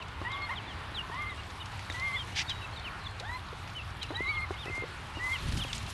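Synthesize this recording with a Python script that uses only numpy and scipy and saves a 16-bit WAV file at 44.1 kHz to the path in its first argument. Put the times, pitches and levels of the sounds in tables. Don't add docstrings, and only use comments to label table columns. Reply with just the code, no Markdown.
import sys
import numpy as np
from scipy import signal
from scipy.io import wavfile
from scipy.ndimage import uniform_filter1d

SR = 44100
rng = np.random.default_rng(int(sys.argv[2]) if len(sys.argv) > 2 else 0)


def level_to_linear(level):
    exponent = np.asarray(level, float) / 20
    return 10 ** exponent


def persist_wave(psi):
    counts = np.round(np.clip(psi, -1, 1) * 32767).astype(np.int16)
    wavfile.write(sys.argv[1], SR, np.atleast_2d(counts).T)


N = 261513


def track(table):
    s, *columns = np.transpose(table)
    return [np.interp(np.arange(N) / SR, s, c) for c in columns]


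def unit(x):
    return x / np.sqrt(np.mean(x ** 2))


def band(x, lo_hz, hi_hz, order=2):
    sos = signal.butter(order, [lo_hz, min(hi_hz, .45 * SR)], "band", fs=SR, output="sos")
    return signal.sosfilt(sos, x)


def add(out, s, sound):
    i = max(int(s * SR), 0)
    out[i:i + len(sound)] += sound[:N - i]


def walk(rate_hz, size=N):
    hold = int(SR / rate_hz)
    steps = np.repeat(rng.standard_normal(size // hold + 1), hold)
    return 1.576 * uniform_filter1d(uniform_filter1d(steps, hold), hold)[:size]


def coloured(spectrum, flicker_db, rate_hz):
    hz, db = np.transpose(spectrum)
    octaves = np.log2(hz[-1] / hz[0])
    out = np.zeros(N)
    for f in hz[0] * 2 ** np.arange(1 / 6, octaves, 1 / 3):
        part = unit(band(rng.standard_normal(N), f / 2 ** (1 / 6), f * 2 ** (1 / 6)))
        level_db = np.interp(np.log(f), np.log(hz), db)
        out += part * np.sqrt(f) * level_to_linear(level_db + flicker_db * walk(rate_hz))
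    return unit(out)


def echo(x, t60_s, gap_s):
    t = np.arange(int(.5 * SR)) / SR
    scatter = rng.standard_normal(len(t)) * level_to_linear(-60 * t / t60_s) * (t > gap_s)
    return signal.fftconvolve(x, scatter / np.sqrt(np.sum(scatter ** 2)))[:N]


def note(table, edge_s, smooth_s):
    s, *columns = np.transpose(table)
    t = np.arange(s[0] - edge_s, s[-1] + edge_s, 1 / SR)
    shape = np.clip(np.minimum(t - t[0], t[-1] - t) / (2 * edge_s), 0, 1) ** 2
    curves = [uniform_filter1d(np.interp(t, s, c), int(smooth_s * SR)) for c in columns]
    return t[0], shape, curves


def phase(hz, wobble):
    trembling_hz = hz * (1 + wobble * walk(89.0, size=len(hz)))
    return 2 * np.pi * (rng.random() + np.cumsum(trembling_hz) / SR)


def calls(rows, breath, arch=False, power=1):
    first_db, full, until, last_db = breath
    u = np.linspace(0, 1, num=12)
    way = 4 * u * (1 - u) if arch else u ** power
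    corners = np.clip([0, full, max(until, full), 1], 0, 1)
    swell = np.interp(u, corners, (level_to_linear(first_db), 1, 1, level_to_linear(last_db)))
    db = 20 * np.log10(swell)
    return [np.transpose([s + u * length, a + (b - a) * way, level + db]) for s, length, a, b, level in rows]


def pipe(whistled):
    out = np.zeros(N)
    for call in whistled:
        curve = [(s, hz, level_to_linear(db)) for s, hz, db in call]
        s, shape, (hz, gain) = note(curve, edge_s=.003, smooth_s=0.0021)
        p = phase(hz, wobble=0.0073)
        tone = np.sin(p) + level_to_linear(-33.5) * np.sin(2 * p)
        breath = gain * level_to_linear(1.9 * walk(87, size=len(p)))
        add(out, s, np.sqrt(2) * shape * breath * tone)
    return out


def crackle(count=900):
    out = np.zeros(N)
    for when, pitch, size in rng.random((count, 3)):
        hz = 2500 * 3.8 ** pitch
        grain = signal.windows.hann(int(14 * SR / hz))
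        ring = np.sin(2 * np.pi * hz * np.arange(len(grain)) / SR)
        add(out, when * N / SR, level_to_linear(-1.6 * np.log(1 - size)) * grain * ring)
    return unit(out)


# time in seconds, rustle level in dB.
BUSTLE = [(0.0, -62.5), (0.54, -63.5), (1.5, -59.5), (2.08, -55.5), (2.97, -62.5), (3.95, -60), (5.17, -59),
          (5.43, -51.5), (5.93, -53)]
# time in seconds, level in dB.
TRAFFIC = [(0.0, -45.5), (.55, -43.5), (1.1, -44.5), (1.7, -46), (2.3, -45.5), (2.85, -43.5), (3.3, -46),
           (3.9, -46.5), (5.0, -45.5), (5.93, -45.5)]
# frequency in Hz, level in dB per Hz.
RUSTLE_TONE = [(880, -38), (1500, -6), (2810, -1), (3880, -2.5), (5840, -11), (9510, -16), (12000, -10.5),
               (15600, -55), (22000, -120)]
# frequency in Hz, level in dB per Hz.
RUSH_TONE = [(120, -63), (200, -2.5), (251, -3), (565, -6.5), (930, 2.5), (1270, 1), (1760, -3),
             (3650, -11), (5350, -27), (6000, -68), (7800, -30), (13200, -120)]
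# frequency in Hz, level in dB per Hz.
HUM_TONE = [(12, -56), (20, -13), (32, -9), (82, 4.5), (102, 3), (155, -11), (186, -8.5), (231, -27.5),
            (300, -28.5), (390, -19.5), (660, -120)]


def riverbank():
    bustle_db, = track(BUSTLE)
    traffic_db, = track(TRAFFIC)
    rush = coloured(RUSH_TONE, flicker_db=1.15, rate_hz=14) * level_to_linear(traffic_db)
    rustle = coloured(RUSTLE_TONE, flicker_db=1.6, rate_hz=20) * level_to_linear(bustle_db + 4.5)
    rustle = rustle * level_to_linear(.9 * walk(45))
    snaps = crackle() * level_to_linear(bustle_db - 7.0)
    hum = coloured(HUM_TONE, flicker_db=0.34, rate_hz=4.26) * level_to_linear(-44)
    return rush + rustle + snaps + hum


# start in seconds, length in seconds, first pitch in Hz, last pitch in Hz, level in dB.
SLIDES = [(0.0, .03, 3220, 2480, -48), (.295, .02, 3200, 3400, -50), (.32, .02, 4000, 3750, -46),
          (.362, .02, 3600, 3300, -49), (.555, 0.036, 3950, 2900, -40), (.59, .022, 2850, 2550, -49),
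          (.615, 0.033, 3960, 3850, -58), (.945, 0.054, 4090, 2770, -37.5),
          (.995, 0.023, 2850, 2860, -38.5), (1.292, .025, 4030, 3600, -50), (1.595, .016, 2860, 3010, -48),
          (1.603, 0.022, 3850, 3500, -45), (2.19, .02, 3760, 3550, -41), (2.315, 0.037, 2750, 3100, -48),
          (2.478, 0.046, 3900, 2950, -38.5), (2.6, 0.039, 3090, 2600, -47),
          (2.64, 0.017, 2720, 2620, -42.5), (3.803, 0.023, 2630, 2760, -47),
          (4.295, 0.049, 2750, 3420, -49), (5.375, 0.028, 2520, 2100, -49), (5.585, 0.028, 3280, 2800, -42),
          (5.605, 0.03, 3820, 2950, -35)]
# start in seconds, length in seconds, first pitch in Hz, last pitch in Hz, level in dB.
DROOPS = [(.33, 0.053, 3570, 2480, -44), (.665, 0.073, 3550, 2680, -48.5), (1.61, .024, 3020, 2680, -44),
          (1.632, .025, 2600, 2050, -53), (2.525, .035, 3010, 2620, -50), (2.842, 0.052, 3040, 2150, -41),
          (3.75, 0.062, 3040, 2510, -40.5), (4.012, 0.043, 3200, 2510, -40.5),
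          (4.348, 0.038, 3410, 2410, -45), (5.328, 0.045, 3290, 2520, -36.5),
          (5.625, 0.026, 3280, 2190, -39), (5.65, .07, 3330, 2580, -46)]
# start in seconds, length in seconds, foot pitch in Hz, top pitch in Hz, level in dB.
ARCHES = [(1.375, .03, 2710, 2860, -46), (4.565, 0.083, 2760, 3680, -44.5), (4.66, 0.04, 2410, 2700, -43.5),
          (5.14, 0.058, 2700, 2870, -46.5)]
# time in seconds, pitch in Hz, level in dB.
WARBLE = [(2.12, 3100, -66), (2.155, 3420, -49), (2.18, 3540, -37), (2.2, 3170, -35.5),
          (2.222, 3160, -42.5), (2.24, 2570, -62)]


def duckling_peeps():
    slides = calls(SLIDES, breath=(-10, 0.7, 0.8, -1))
    droops = calls(DROOPS, breath=(-4, 0.8, -0.7, -10), power=2)
    arches = calls(ARCHES, breath=(-5, 2, .9, 0), arch=True)
    return pipe(slides + droops + arches + [WARBLE])


# time in seconds, peak in dB, ring in Hz, crack against the ring in dB.
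TICKS = [(0.0248, -36.5, 3800, -6), (0.0833, -48, 3160, 5), (0.3175, -34, 3470, -6),
         (0.4196, -40, 4160, -4), (0.804, -42, 3000, -10), (0.845, -44, 2980, -1),
         (1.4344, -37.5, 3330, -3), (1.5034, -40.5, 3580, 3), (1.6584, -37.5, 2970, 0.5),
         (1.8473, -39, 4420, -4), (1.923, -36.5, 3800, 1), (1.998, -32, 4150, -3), (2.4962, -25, 3950, -5),
         (2.797, -35, 3570, -6), (3.199, -28, 3800, -3.5), (3.393, -36.5, 3660, -26),
         (3.487, -38, 3870, -14), (3.699, -42, 2750, 4), (3.905, -45, 2650, -1), (4.03, -24.5, 3980, -1.5),
         (4.5411, -34, 2940, -10), (4.6553, -35, 2790, -3), (5.3865, -35.5, 3540, -3),
         (5.5723, -34.5, 4070, 2.5), (5.6823, -32.5, 3110, -4), (5.7307, -22.5, 3500, -3),
         (5.749, -35, 2680, -3), (5.7806, -30, 6840, -2), (5.864, -36, 3960, -4), (5.8874, -46, 2900, -6)]
# time in seconds, peak in dB, ring in Hz, crack
# against the ring in dB.
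TAPS = [
    (0.2156, -28, 1080, -18),
    (1.144, -36, 2000, -6),
    (1.7934, -30, 2170, -7.5),
    (1.9001, -22, 1980, -17),
    (3.6767, -37.5, 2550, -3.5),
    (5.5234, -29, 1840, -1),
]


def seed_ticks():
    out = np.zeros(N)
    t = np.arange(int(.04 * SR)) / SR - .01
    knocks = TICKS + TAPS
    for (s, db, hz, crack_db), noise in zip(knocks, rng.standard_normal((len(knocks), len(t)))):
        fade = level_to_linear(-60 * np.abs(t) / 0.009)
        ring = np.sin(2 * np.pi * hz * t) * fade * np.clip(t / 0.0002, 0, 1)
        husk = level_to_linear(-4.5) * np.exp(-np.abs(t - .002) / np.where(t < .002, .0025, .005))
        snap = np.exp(-np.abs(t) / 0.00031)
        crack = band(noise * (snap + husk), 1900, 5600)
        add(out, s + t[0], level_to_linear(db) * (ring + level_to_linear(crack_db) * crack / np.abs(crack).max()))
    return out


# time in seconds, peak in dB, pulse rate in Hz, fade in seconds, sharpness in Hz.
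CLUCKS = [(0.2156, -28.5, 292, 0.0084, 1120), (.9185, -37, 300, .004, 900), (1.098, -33, 365, 0.0035, 800),
          (1.9005, -32, 277, 0.0058, 890), (3.207, -41.5, 432, 0.033, 810),
          (3.5282, -35.5, 415, 0.0086, 800), (4.1059, -24, 283.5, 0.015, 1310),
          (4.203, -43, 330, .002, 595), (4.2059, -25, 340, 0.0011, 590), (4.28, -40, 333, 0.005, 600),
          (4.5073, -21, 344, 0.0056, 1240), (4.659, -30.5, 342, 0.0051, 900),
          (4.6807, -32, 332, 0.0017, 594), (4.6981, -32.5, 334, 0.0074, 596),
          (4.7794, -29.5, 327, 0.0018, 900), (4.8226, -30, 453, 0.0024, 604),
          (4.837, -30, 430, 0.0081, 585), (5.1705, -29, 277, 0.011, 1200), (5.649, -29, 243, 0.0047, 900)]


def clucks():
    out = np.zeros(N)
    for (s, db, rate_hz, fade_s, edge_hz), chance in zip(CLUCKS, rng.standard_normal((len(CLUCKS), 16))):
        gaps = (1 + .04 * chance) * .95 ** np.arange(16) / rate_hz
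        times = np.cumsum(gaps) - gaps[0]
        pulses = np.zeros(int(.09 * SR))
        pulses[np.clip((times * SR).astype(int), 0, len(pulses) - 1)] = np.exp(-times / fade_s)
        puffs = np.convolve(pulses, signal.windows.hann(int(SR / edge_hz)))
        throat = level_to_linear(0.5) * band(puffs, 300, 530, order=1)
        sound = band(puffs, 140, 4000, order=1) + throat
        add(out, s, level_to_linear(db) * sound / np.abs(sound).max())
    return out


# time in seconds, pitch in Hz, level in dB.
WHISTLES = [
    [(.245, 1856, -40), (.275, 1956, -36.5), (.29, 2070, -51), (.31, 2110, -40.5), (.4, 2160, -45),
     (.435, 2147, -38), (.465, 2140, -48)],
    [(.49, 1894, -46), (.497, 1876, -35), (.503, 1905, -45), (.509, 2094, -36), (.522, 2110, -35.5)],
    [(1.113, 1800, -47), (1.176, 2053, -45), (1.226, 2132, -38.5), (1.256, 2100, -46), (1.286, 2150, -37.5),
     (1.316, 2060, -45)],
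    [(1.94, 1962, -38.5), (2.0, 2044, -43), (2.07, 2140, -32), (2.1, 2090, -38), (2.125, 2050, -41),
     (2.152, 2127, -32)],
    [(3.205, 1155, -67), (3.26, 1754, -47), (3.31, 1963, -45.5), (3.355, 2050, -44.5)],
    [(4.125, 1794, -67), (4.195, 1960, -41), (4.22, 2083, -36.5), (4.27, 2100, -36), (4.3, 2234, -33.5),
     (4.34, 2153, -38), (4.37, 2150, -34), (4.41, 2090, -38), (4.432, 2143, -35)],
    [(4.52, 2167, -53), (4.543, 2146, -46.5)],
    [(4.665, 1920, -43), (4.69, 2070, -52), (4.75, 2100, -37.5), (4.825, 2102, -43)],
    [(5.185, 1815, -50), (5.224, 1973, -37), (5.25, 2044, -32.5), (5.298, 2080, -35.5), (5.33, 2110, -31),
     (5.345, 2070, -35.5)],
]
# first pitch in Hz, top pitch in Hz, creep in seconds, first level in dB, last level in dB.
LOW_VOICE = [(860, 1190, 0.077, -41, -49), (866, 1160, .02, -31, -41.5), (873, 1260, 0.081, -42.5, -48),
             (900, 1160, 0.0318, -48.5, -47.5), (540, 1010, 0.065, -50, -43), (714, 1290, 0.085, -48, -48),
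             (1193, 1300, 0.045, -62, -62), (950, 1290, .08, -66, -51), (940, 1210, 0.073, -56, -52.5)]
CLOSE_SHARE = [.6, 1, 1, 1, 0.053, 1, .3, .8, .6]
# high octave in dB, low octave in dB, sum tone in dB.
OVERTONES = [(-28, -17, -13), (-16, -12, -16), (-28, -14, -20), (-30, -12, -17), (-10, -12, -24),
             (-24, -14, -28), (-24, -14, -22), (-30, -14, -26), (-30, -7, -24)]


def voices(high, low, shut):
    close_s, close_db = 0.025, -6
    first_hz, top_hz, creep_s, first_db, last_db = low
    end_s, end_hz, end_db = high[-1]
    s, hz, db = np.transpose(high + [(end_s + close_s, end_hz, end_db + close_db)])
    t = np.arange(s[0], s[-1], .003)
    closing = shut * np.clip((t - end_s) / close_s, 0, 1) ** 2
    start, top = first_hz / hz[0], top_hz / hz.max()
    interval = top + (start - top) * np.exp((s[0] - t) / creep_s)
    interval = interval * (1 - 0.15 * closing)
    low_db = np.interp(t, [s[0], end_s], [first_db, last_db]) + 3 * closing
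    high_hz = np.interp(np.minimum(t, end_s), s, hz) * (1 - 0.133 * closing)
    high_gain = np.interp(t, s, level_to_linear(db))
    return np.transpose([t, high_hz, high_gain, high_hz * interval, level_to_linear(low_db)])


def whistles():
    out = np.zeros(N)
    for call, under, shut, (high2_db, low2_db, sum_db) in zip(WHISTLES, LOW_VOICE, CLOSE_SHARE, OVERTONES):
        curves = voices(call, under, shut)
        s, shape, (high_hz, high_gain, low_hz, low_gain) = note(curves, edge_s=.007, smooth_s=.005)
        a, b = phase(high_hz, wobble=.007), phase(low_hz, wobble=.011)
        flutter = [level_to_linear(db * walk(95, size=len(a))) for db in (1.5, 2.4, 4, 4, 3)]
        high = high_gain * (flutter[0] * np.sin(a) + level_to_linear(high2_db) * flutter[2] * np.sin(2 * a))
        low = low_gain * (flutter[1] * np.sin(b) + level_to_linear(low2_db) * flutter[3] * np.sin(2 * b))
        both = np.sqrt(high_gain * low_gain) * level_to_linear(sum_db) * flutter[4] * np.sin(a + b)
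        add(out, s, np.sqrt(2) * shape * (high + low + both))
    return out


# time in seconds, peak in dB.
HUSKS = [(0.2797, -50), (0.3714, -50), (0.5111, -49), (0.5386, -51), (0.9905, -49), (1.2205, -44),
         (1.3702, -48), (1.7199, -46), (2.2482, -44), (2.6727, -48), (2.7346, -49), (3.036, -48),
         (3.1092, -44), (3.7333, -44), (3.7637, -46), (3.9673, -50), (4.1688, -43), (4.2207, -45),
         (4.7535, -43), (4.795, -48), (4.8159, -51), (4.8877, -49), (5.0319, -52), (5.1012, -47),
         (5.2394, -37.5), (5.2658, -42), (5.3394, -39), (5.4844, -39), (5.5994, -39), (5.6355, -35),
         (5.8274, -41)]


def husks():
    out = np.zeros(N)
    t = np.arange(int(.03 * SR)) / SR
    shape = np.exp(-t / 0.0042) * np.clip(t / .0008, 0, 1)
    for (s, db), noise in zip(HUSKS, rng.standard_normal((len(HUSKS), len(t)))):
        snap = band(noise, 2600, 8900, order=1) * shape
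        add(out, s, level_to_linear(db - 1) * snap / np.abs(snap).max())
    return out


# start in seconds, length in seconds, first pitch in
# Hz, last pitch in Hz, level in dB.
HELD = [(.42, 0.038, 4250, 4330, -50), (2.445, 0.037, 4380, 4400, -51), (2.52, .07, 3830, 3800, -51),
        (2.75, 0.06, 4350, 4340, -54), (2.84, .08, 4360, 4380, -61.5), (3.06, .12, 4320, 4250, -57),
        (4.22, .1, 3920, 3900, -49), (4.395, .038, 4200, 4280, -46)]
# start in seconds, length in seconds, first pitch in Hz, last pitch in Hz, level in dB.
CHIPS = [(1.895, 0.023, 4000, 3450, -43), (2.492, 0.018, 3820, 3780, -34.5), (2.61, 0.038, 3850, 3890, -49),
         (2.722, 0.022, 4050, 4360, -50), (2.76, 0.027, 4050, 3520, -43.5), (3.01, 0.013, 3890, 4200, -52),
         (3.04, 0.026, 4250, 3550, -44.5), (3.064, .012, 3500, 3480, -40), (4.017, 0.018, 3800, 4110, -36),
         (4.09, 0.014, 3920, 4020, -48), (4.145, 0.012, 3080, 3220, -42), (4.154, 0.018, 3796, 3935, -34)]


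def songbirds():
    chips = pipe(calls(CHIPS, breath=(-5, 1.2, .9, -2)))
    held = pipe(calls(HELD, breath=(-4, 2.3, -2, -8)))
    leaves = level_to_linear(3.5 * walk(40))
    wood = level_to_linear(-10) * echo(chips, t60_s=0.9, gap_s=0.013)
    return chips + leaves * held + leaves * wood


def grit(size, spread_db):
    return unit(rng.standard_normal(size) * level_to_linear(spread_db * rng.exponential(size=size)))


# start in seconds, length in seconds, level in dB, centre in Hz.
SCRAPES = [(1.92, 0.057, -51, 4000), (2.35, 0.085, -30, 3150), (2.359, 0.07, -50, 5470),
           (2.488, 0.035, -38.5, 2880), (3.27, .1, -60, 7500), (4.738, 0.052, -51.5, 5530),
           (5.21, 0.18, -52.5, 6660), (5.471, 0.033, -44, 2900), (5.563, 0.041, -44, 6100),
           (5.74, 0.038, -41.5, 5230), (5.877, 0.047, -49.5, 7050)]


def scrapes():
    out = np.zeros(N)
    for s, length, db, hz in SCRAPES:
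        grains = grit(int(length * SR), spread_db=1.5)
        body = unit(band(grains, hz * 0.57, hz * 1.5, order=3))
        skirt = level_to_linear(-7.5) * unit(band(grains, hz * 1.264, hz * 1.71))
        swell = np.sin(np.linspace(0, np.pi, len(grains))) ** .95
        swell = swell * level_to_linear(1.1 * walk(150, size=len(grains)))
        add(out, s, level_to_linear(db) * swell * (body + skirt))
    return out


# centre in seconds, half width in seconds, level in dB.
GUST = [
    (5.45, 0.017, -39),
    (5.535, 0.064, -31.5),
    (5.74, 0.042, -42.5),
    (5.85, 0.038, -44),
]


def gust():
    t = np.arange(N) / SR
    air = band(rng.standard_normal(N), 35, 145)
    steady = air / np.sqrt(uniform_filter1d(air ** 2, int(.05 * SR)) + 1e-12)
    push = sum(level_to_linear(db) * np.exp(-.5 * ((t - s) / half) ** 2) for s, half, db in GUST)
    return push * steady


def scene():
    near = duckling_peeps() + seed_ticks() + clucks() + whistles() + husks() + scrapes()
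    stones = level_to_linear(-21) * echo(near, t60_s=.15, gap_s=0.0023)
    return (near + stones + songbirds() + riverbank() + gust())[None]


def roll_off(x):
    return signal.sosfilt(signal.butter(12, 12180, fs=SR, output="sos"), x)


def record(dry):
    top_filter = signal.ellip(8, .2, 60, 12050, fs=SR, output="sos")
    mix = signal.sosfilt(top_filter, dry)
    return roll_off(mix)


dry = scene()
out = record(dry)
persist_wave(out)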